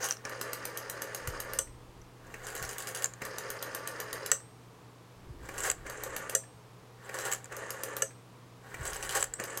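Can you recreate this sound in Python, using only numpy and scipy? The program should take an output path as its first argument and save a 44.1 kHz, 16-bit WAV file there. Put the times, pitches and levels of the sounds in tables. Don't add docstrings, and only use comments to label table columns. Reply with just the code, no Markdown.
import sys
import numpy as np
from scipy import signal
from scipy.fft import rfft, irfft, next_fast_len
from scipy.io import wavfile
from scipy.ndimage import uniform_filter1d, map_coordinates

SR = 44100
rng = np.random.default_rng(int(sys.argv[2]) if len(sys.argv) > 2 else 0)


def master(y):
    cut = np.clip(np.atleast_2d(y).T, -1, 1)
    pcm = np.round(cut * 32767)
    wavfile.write(sys.argv[1], SR, pcm.astype(np.int16))


N = 423360
TIME = np.arange(N) / SR
AGE = np.arange(SR // 2) / SR

# (grip [s], about the first notch [s], stop [s], pull [dB], last push [dB],
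# push before the stop [s], touch before the grip [s], skid pitch [Hz])
WIND_UPS = [(-0.64, -0.52, 0.1083, -46, 6.5, 0.068, .05, 6100),
            (2.3398, 2.468, 3.0424, -47.2, 1.5, 0.03, .085, 7030),
            (5.4879, 5.58, 5.6995, -45.5, 5.5, 0.034, .055, 7550),
            (7.092, 7.184, 7.333, -44.2, 1.5, 0.058, .05, 7660),
            (8.742, 8.858, 9.2262, -45.5, 8, 0.062, .08, 7800)]
# (time [s], level [dB], flare [dB], bounce gap [s])
PAWL_DROPS = [(0.042, -18, 0.5, 0.0093), (0.087, -21, 1, 0.015), (2.4682, -25.5, 2, 0.017),
              (2.5514, -24, 4, .013), (2.626, -23, 5, 0.012), (2.6913, -23.5, 1.5, 0.02),
              (2.7826, -21.5, 2, 0.02), (2.8717, -21, 3.5, 0.0085), (2.9485, -21.5, 4.5, 0.012),
              (3.0225, -22.5, 2.5, .01), (5.58, -25, 3, 0.015), (5.636, -29, 5, 0.015),
              (5.669, -25, 0.14, .01), (7.143, -31, 3.5, 0.0087), (7.1877, -23, 1.5, 0.011),
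              (7.2516, -25, 4.5, 0.0092), (7.316, -18.5, 1, 0.01), (8.8533, -24, 4.5, 0.012),
              (8.9326, -23.5, 0, 0.014), (9.0266, -24, 4.5, .011), (9.0926, -19, 2.5, 0.016),
              (9.151, -18.5, 2, 0.0093), (9.1966, -24.5, 0.5, 0.021)]
# (first [dB], second [dB])
PAWL_BOUNCES = [-5, -5]
# (level [dB], pitch [Hz])
STOP_HITS = [(-15.5, 5980), (-13, 7370), (-12.5, 7600), (-19, 7600), (-13, 7750)]
# (time [s], level [dB], pitch [Hz])
STOP_GRAZES = [(0.168, -36.5, 5660), (0.2509, -27, 5800), (2.016, -47, 6100), (3.136, -33, 6980),
               (5.604, -24.5, 7900), (7.3237, -17.5, 7470), (7.443, -33, 7550), (7.456, -37, 7000),
               (8.965, -28, 7900), (9.337, -22, 7470), (9.399, -28.5, 7450)]
# (start [s], landing [s], whirr [dB], brake pitch [Hz], brake against whirr [dB],
# case thump against landing [dB], starting knock [dB], landing [dB])
RUN_BACKS = [(0.2515, 1.5876, -42.5, 5100, -14, -22.5, -21, -10),
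             (3.218, 4.3155, -42.5, 5100, -13.5, -24, -18, -5.5),
             (5.8638, 6.35, -42.5, 7450, -12, -19, -24, -7.5),
             (7.5223, 8.0207, -42.5, 7400, -13.5, -15.5, -24, -10),
             (9.3978, 10.265, -41.5, 7700, -8, -21, -18, -9)]
# (time [s], level [dB])
CONTACT_SNAPS = [(0.2947, -35), (0.4122, -22), (0.5316, -22.5), (0.6529, -23), (0.7731, -23.5),
                 (0.8976, -23.5), (1.0194, -23), (1.1468, -23.5), (1.2735, -23.5), (1.4018, -23.5),
                 (1.5339, -25), (3.251, -28), (3.3829, -24), (3.5023, -24), (3.6254, -23.5), (3.748, -23),
                 (3.8738, -23), (4.0008, -24), (4.129, -23.5), (4.2611, -23.5), (5.898, -30), (6.0357, -24),
                 (6.1638, -22.5), (6.2958, -23.5), (7.5657, -30), (7.7046, -23.5), (7.8344, -21.5),
                 (7.9663, -23), (9.438, -27.5), (9.5735, -22)]
# (time [s], level [dB])
HAND_BUMPS = [(1.272, -30), (2.617, -34), (5.289, -36.5), (5.43, -49), (5.793, -41), (8.792, -31),
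              (8.903, -40)]
# (start [s], end [s], level [dB])
HAND_SHIFTS = [(1.3, 2.02, -48.5), (2.294, 2.71, -54.5), (5.28, 6.143, -48), (8.851, 9.26, -50.5)]

# (pitch [Hz], level [dB], decay [s])
SPRING_MODES = [(5609, -11, 0.5), (7700, 3, .15), (8200, 0, .12), (8452, 1, 0.46), (8586, -9, .4)]
CASE_MODES = [(430, -5, .11), (465, -4, .07), (538, 0, .12), (645, -9, .15), (1400, -4, .06),
              (1720, 0, .05), (1870, -2, .05), (2900, 0, .04), (4700, -4, .035)]
ROCKING_MODES = [(38, -7, 0.19), (68.6, 0.5, 0.15), (102, 1.5, 0.1), (137, -1.5, 0.11)]
# (frequency [Hz], width [Hz], boost [dB])
DIAL_RESONANCES = [(423, 30, 11), (462, 26, 7), (537, 28, 11.5), (644, 30, 6.5), (782, 24, 6.5),
                   (934, 27, 4), (1104, 24, 7), (1173, 45, 7.5), (1455, 40, 7.5), (1595, 40, 5),
                   (1720, 110, 6), (1844, 60, 7.5), (2850, 150, 5), (3115, 117, 5), (4030, 190, 5),
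                   (4740, 120, 7), (6083, 120, 6), (6504, 130, 8.5), (7300, 400, 3.5), (7700, 120, 8),
                   (8820, 200, 6), (9610, 150, 6), (11140, 160, 4), (12600, 400, 5), (13700, 250, 8.5)]
# (frequency [Hz], level [dB])
SCRAPE_COLOUR = [(220, -20), (350, 0.5), (550, 2.5), (780, 1), (1150, 2), (1800, 4), (2300, -2.5),
                 (3000, -9.5), (3700, -12.5), (5500, -15.5), (7600, -16), (11000, -20), (16000, -20)]
RATCHET_COLOUR = [(300, -32), (1100, -22.5), (1900, -1.5), (2900, 4.5), (3700, -2.5), (5000, 0.5),
                  (7500, 2.5), (9000, 1), (11000, 0.5), (14000, -8), (16000, -8)]
STOP_COLOUR = [(300, -22), (1800, -3.5), (3800, -15.5), (5600, -11.5), (6400, -11), (7150, 8), (7750, 5),
               (8300, -10), (9100, -5), (10300, -16), (13500, -16.5), (16000, -36)]
WHIRR_COLOUR = [(200, -20.5), (330, -4), (430, -4.4), (540, -2.5), (700, -8), (1150, -3.5), (1800, -4),
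                (2200, -8), (3400, -21), (5000, -27.5), (6600, -20.5), (8200, -26.5), (9600, -21),
                (10300, -37), (16000, -52)]
CONTACT_COLOUR = [(300, -0.5), (1800, 1), (3500, -2), (4800, -0.5), (6500, 3.5), (8000, -0.5), (9200, 3),
                  (10500, 1), (12000, 2), (13600, 4), (14200, -3), (15000, -7), (16000, -13)]
LANDING_COLOUR = [(100, -43), (280, -23.5), (420, -21.5), (800, -21.5), (1300, -12), (1850, -8.5),
                  (2400, -16.5), (3000, -17), (3700, -20), (4700, -23), (5500, -20.5), (6050, -3),
                  (6500, -6), (7100, -8.5), (7650, 0), (8200, -5), (9500, -13.5), (10500, -23),
                  (12800, -17.5), (14500, -31)]
LOOSE_GEAR_COLOUR = [(300, 7), (1200, -2.5), (1700, 7.5), (2350, 9), (3500, -14.5), (5000, -8),
                     (6200, -6.5), (8000, -5.5), (10500, -14), (16000, -14)]
AIR_COLOUR = [(12, -49), (20, -23), (91, -14.5), (123, -8.5), (150, -13), (187, -13.5), (210, -20),
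              (248, -12.5), (377, -16), (485, -11.5), (542, -19), (1150, -18), (1440, -25), (7950, -36.5),
              (16000, -45)]
# (frequency [Hz], decay [s])
ROOM_DECAY = [(200, 0.22), (2000, 0.16), (8000, 0.18), (15000, 0.14)]
# (pitch [Hz], level [dB])
HUM_TONES = [(120, -57.5), (180, -67.5), (12000, -90)]


def winding():
    turns = [finger_pull(*wind[:-1]) for wind in WIND_UPS]
    rub_db = -57
    linger = gain_curves([[(stop, rub_db), (start, rub_db)]
                          for (_, _, stop, *_), (start, *_) in zip(WIND_UPS, RUN_BACKS)])
    effort = np.maximum(sum(turns), linger)
    speed = effort / effort.max()
    grains = teeth(300 + 700 * np.sqrt(speed), jitter=0.3, scatter_db=2, t60=0.012)
    skid = sum(turn * through_dial(grains, rubbing_colour(hz)) for turn, (*_, hz) in zip(turns, WIND_UPS))
    crackle = teeth(160 + 500 * speed, jitter=0.35, scatter_db=4, t60=0.008)
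    grit = effort * through_dial(crackle, RATCHET_COLOUR)
    metal = speed ** 1.2 * (amp(-1.5 + 7.6 * wobble(90)) * skid + amp(-4) * grit)
    scrape = amp(2) * effort * through_dial(grains, SCRAPE_COLOUR) + metal
    return amp(-4.5) * in_room(scrape, wet_db=-7)


def finger_pull(grip, first_notch, stop, pull_db, push_db, push_lead, touch_lead,
                bite_s=0.008, push_width_s=0.03, ease_db_per_s=230.5, flare_s=0.04):
    touch, taut = grip - touch_lead, first_notch - 0.041
    db = pull_db + np.interp(TIME, [touch, taut - bite_s, taut], [-7, -2.5, 0])
    db += push_db * np.exp(-((TIME - stop + push_lead) / push_width_s) ** 2)
    db -= ease_db_per_s * np.abs(TIME - np.clip(TIME, touch, stop))
    for s, _, flare_db, _ in PAWL_DROPS:
        add(db, s, flare_db * np.exp(-AGE / flare_s))
    return amp(db)


def pawl(low_hz=5620, high_hz=14400):
    skips = []
    for s, db, _, gap_s in PAWL_DROPS:
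        skips.append((s, db))
        for bounce, loss_db in enumerate(PAWL_BOUNCES, 1):
            skips.append((s + bounce * gap_s, db + loss_db + rng.standard_normal()))
    track = clicks(skips, RATCHET_COLOUR, contact_s=0.00087, t60=0.0086,
                   thump_db=-45, spring_db=-54, wet_db=-0.5)
    for s, db in skips:
        pitches = low_hz * (high_hz / low_hz) ** rng.random(3)
        add(track, s, ring([(hz, db - 14, 0.025) for hz in pitches]))
    return amp(-3.5) * track


def finger_stop(usual_hz=7530, rebound_s=0.0145, rebound_db=-7.5):
    blows = [([(s, db), (s + rebound_s, db + rebound_db)], hz)
             for (_, _, s, *_), (db, hz) in zip(WIND_UPS, STOP_HITS)]
    blows += [([(s, db)], hz) for s, db, hz in STOP_GRAZES]
    track = np.zeros(N)
    for hits, hz in blows:
        colour = [(f * hz / usual_hz, db) for f, db in STOP_COLOUR]
        track += clicks(hits, colour, contact_s=0.0018, t60=0.008,
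                        thump_db=-32, spring_db=-56, wet_db=-15)
    return amp(1.5) * track


def spring_twang(slip_s=9.337):
    track = np.zeros(N)
    add(track, slip_s, amp(-49) * ring(SPRING_MODES))
    return track


def running_back(spin_up_s=0.0092):
    running = gain_curves([[(start - spin_up_s, db), (end, db)] for start, end, db, *_ in RUN_BACKS])
    running = uniform_filter1d(running, size=700)
    grains = teeth(340 * amp(0.25 * wobble(8)), jitter=0.15, scatter_db=3, t60=0.027)
    whirr = running * amp(wobble(45)) * through_dial(grains, WHIRR_COLOUR)
    return amp(-2) * in_room(whirr + running * governor(), wet_db=-7.5)


def governor(spin_hz=40.2, swing_db=5.5):
    chatter = teeth(520 * amp(0.32 * wobble(8.5)), jitter=0.11, scatter_db=8.5, t60=0.03)
    swell = amp(swing_db * np.sin(2 * np.pi * spin_hz * TIME + wobble(4.7)))
    chatter = unit(chatter * swell)
    return sum(amp(db) * through_dial(chatter, rubbing_colour(hz)) * (TIME > start) * (TIME < end)
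               for start, end, _, hz, db, *_ in RUN_BACKS)


def contacts():
    return amp(1) * clicks(CONTACT_SNAPS, CONTACT_COLOUR, contact_s=0.002, t60=0.011,
                           thump_db=-23, spring_db=-51, wet_db=-4)


def landings():
    return amp(-2) * sum(clicks([(s, db)], LANDING_COLOUR, contact_s=0.003, t60=0.009,
                                thump_db=thump_db, spring_db=-37, wet_db=-8)
                         for _, s, *_, thump_db, _, db in RUN_BACKS)


def loose_gears(settle_s=0.085):
    knocks = [(grip, -22) for grip, *_ in WIND_UPS]
    for start, landing, *_, knock_db, _ in RUN_BACKS:
        knocks += [(start, knock_db), (landing + settle_s, -37)]
    return amp(-7.5) * clicks(knocks, LOOSE_GEAR_COLOUR, contact_s=0.005, t60=0.02,
                              thump_db=-30, spring_db=-55, wet_db=-7)


def handling(lean_s=0.13, relax_db_per_s=7):
    leans = []
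    for start, end, db in HAND_SHIFTS:
        relaxed_db = db - relax_db_per_s * (end - start)
        leans.append([(start - lean_s, db - 16), (start, db),
                      (end, relaxed_db), (end + lean_s, relaxed_db - 16)])
    push = gain_curves(leans) * rng.standard_normal(N)
    rumble = coloured(push, [(15, -13), (35, -2), (70, -6), (150, -30.5), (350, -14),
                             (1000, -69), (3000, -103)])
    bumps = np.zeros(N)
    for s, db in HAND_BUMPS:
        add(bumps, s, amp(db) * ring(ROCKING_MODES) * (1 - fade(AGE, 0.094)))
    return amp(-2.5) * rumble + amp(1.5) * bumps


def background():
    hum = np.zeros(N)
    for hz, db in HUM_TONES:
        peak = np.sqrt(2) * amp(db + 0.24 * wobble(2))
        hum += peak * np.sin(2 * np.pi * hz * TIME + 0.062 * wobble(3.7))
    return hum + amp(-56) * coloured(rng.standard_normal(N), AIR_COLOUR)


def clicks(hits, colour, contact_s, t60, thump_db, spring_db, wet_db):
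    track = np.zeros(N)
    response = dial_response(colour)
    for s, db in hits:
        if not 0 <= s < N / SR:
            continue
        envelope = fade(np.maximum(AGE - contact_s, 0), t60) * (1 - fade(AGE, 0.0017))
        chatter = rng.choice([-1, 1], len(AGE)) * envelope
        blow = signal.fftconvolve(chatter, response)[:len(AGE)]
        likely_peak = 2.7 * np.linalg.norm(blow) / np.sqrt((contact_s + 0.001) * SR)
        blow = in_room(blow / likely_peak, wet_db)
        thump = ring(CASE_MODES) * (1 - fade(AGE, 0.035))
        add(track, s, amp(db) * (blow + amp(thump_db) * thump + amp(spring_db) * ring(SPRING_MODES)))
    return track


def teeth(rate, jitter, scatter_db, t60):
    at = np.flatnonzero(np.diff(np.floor(np.cumsum(rate) / SR)))
    shift, size = rng.standard_normal((len(at), 2)).T
    at = np.clip(at + jitter * shift * SR / rate[at], 0, N - 1).astype(int)
    blows = np.bincount(at, amp(scatter_db * np.minimum(size, 1.2)), N)
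    envelope = signal.fftconvolve(blows, fade(AGE, t60))[:N]
    return unit(envelope * rng.standard_normal(N))


def ring(modes):
    return sum(amp(db + rng.standard_normal()) * fade(AGE, t60)
               * np.sin(2 * np.pi * (hz * AGE + rng.random())) for hz, db, t60 in modes)


def rubbing_colour(hz):
    return [(hz / 3.4, -24), (hz / 2.7, -11), (hz / 2, -22), (hz / 1.18, -9),
            (hz, 0), (hz * 1.1, -7), (hz * 1.3, -15), (hz * 1.6, -29)]


def through_dial(x, colour):
    return signal.fftconvolve(x, dial_response(colour))[:N]


def dial_response(colour, size=16384):
    hz = np.fft.rfftfreq(size, 1 / SR)
    power = 1 + sum(abs(amp(db) ** 2 - 1) / (1 + (2 * (hz - centre) / width) ** 2)
                    for centre, width, db in DIAL_RESONANCES)
    return minimum_phase(value_at(colour, hz) + 10 * np.log10(power))


def in_room(x, wet_db):
    hz, t, noise = signal.stft(rng.standard_normal(len(AGE)), SR, nperseg=256)
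    fading = noise * fade(t, value_at(ROOM_DECAY, hz)[:, None])
    tail = signal.istft(fading, SR, nperseg=256)[1][:len(AGE)]
    tail *= np.clip(AGE / 0.0039, 0, 1)
    return x + amp(wet_db) * signal.fftconvolve(x, tail / np.linalg.norm(tail))[:len(x)]


def coloured(x, colour, size=4096):
    response = minimum_phase(value_at(colour, np.fft.rfftfreq(size, 1 / SR)))
    return signal.fftconvolve(x, response)[:len(x)]


def minimum_phase(level_db):
    cepstrum = irfft(np.log(amp(level_db)))
    half = len(cepstrum) // 2
    cepstrum[1:half] *= 2
    cepstrum[half + 1:] = 0
    response = irfft(np.exp(rfft(cepstrum)))
    return response / np.linalg.norm(response)


def amp(db):
    return 10 ** (np.asarray(db) / 20)


def unit(x):
    return x / np.sqrt(np.mean(x ** 2) + 1e-20)


def value_at(points, hz):
    frequencies, values = np.transpose(points)
    return np.interp(np.log(hz + 1), np.log(frequencies + 1), values)


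def fade(t, t60):
    return np.exp(-np.log(1000) * t / t60)


def wobble(rate):
    return map_coordinates(rng.standard_normal(int(N * rate / SR) + 4), [TIME * rate])


def gain_curves(curves):
    return sum(amp(np.interp(TIME, *np.transpose(points), left=-120, right=-120)) for points in curves)


def add(track, s, sound):
    part = track[max(round(s * SR), 0):][:len(sound)]
    part += sound[:len(part)]


def scene():
    wind_up = winding() + pawl() + finger_stop() + spring_twang()
    run_back = running_back() + contacts() + landings()
    return (wind_up + run_back + loose_gears() + handling() + background())[None]


def record(dry, top_hz=16000):
    size = next_fast_len(N + SR // 2)
    kept = np.fft.rfftfreq(size, 1 / SR) < top_hz
    return irfft(rfft(dry, size) * kept, size)[:, :N]


dry = scene()
out = record(dry)
master(out)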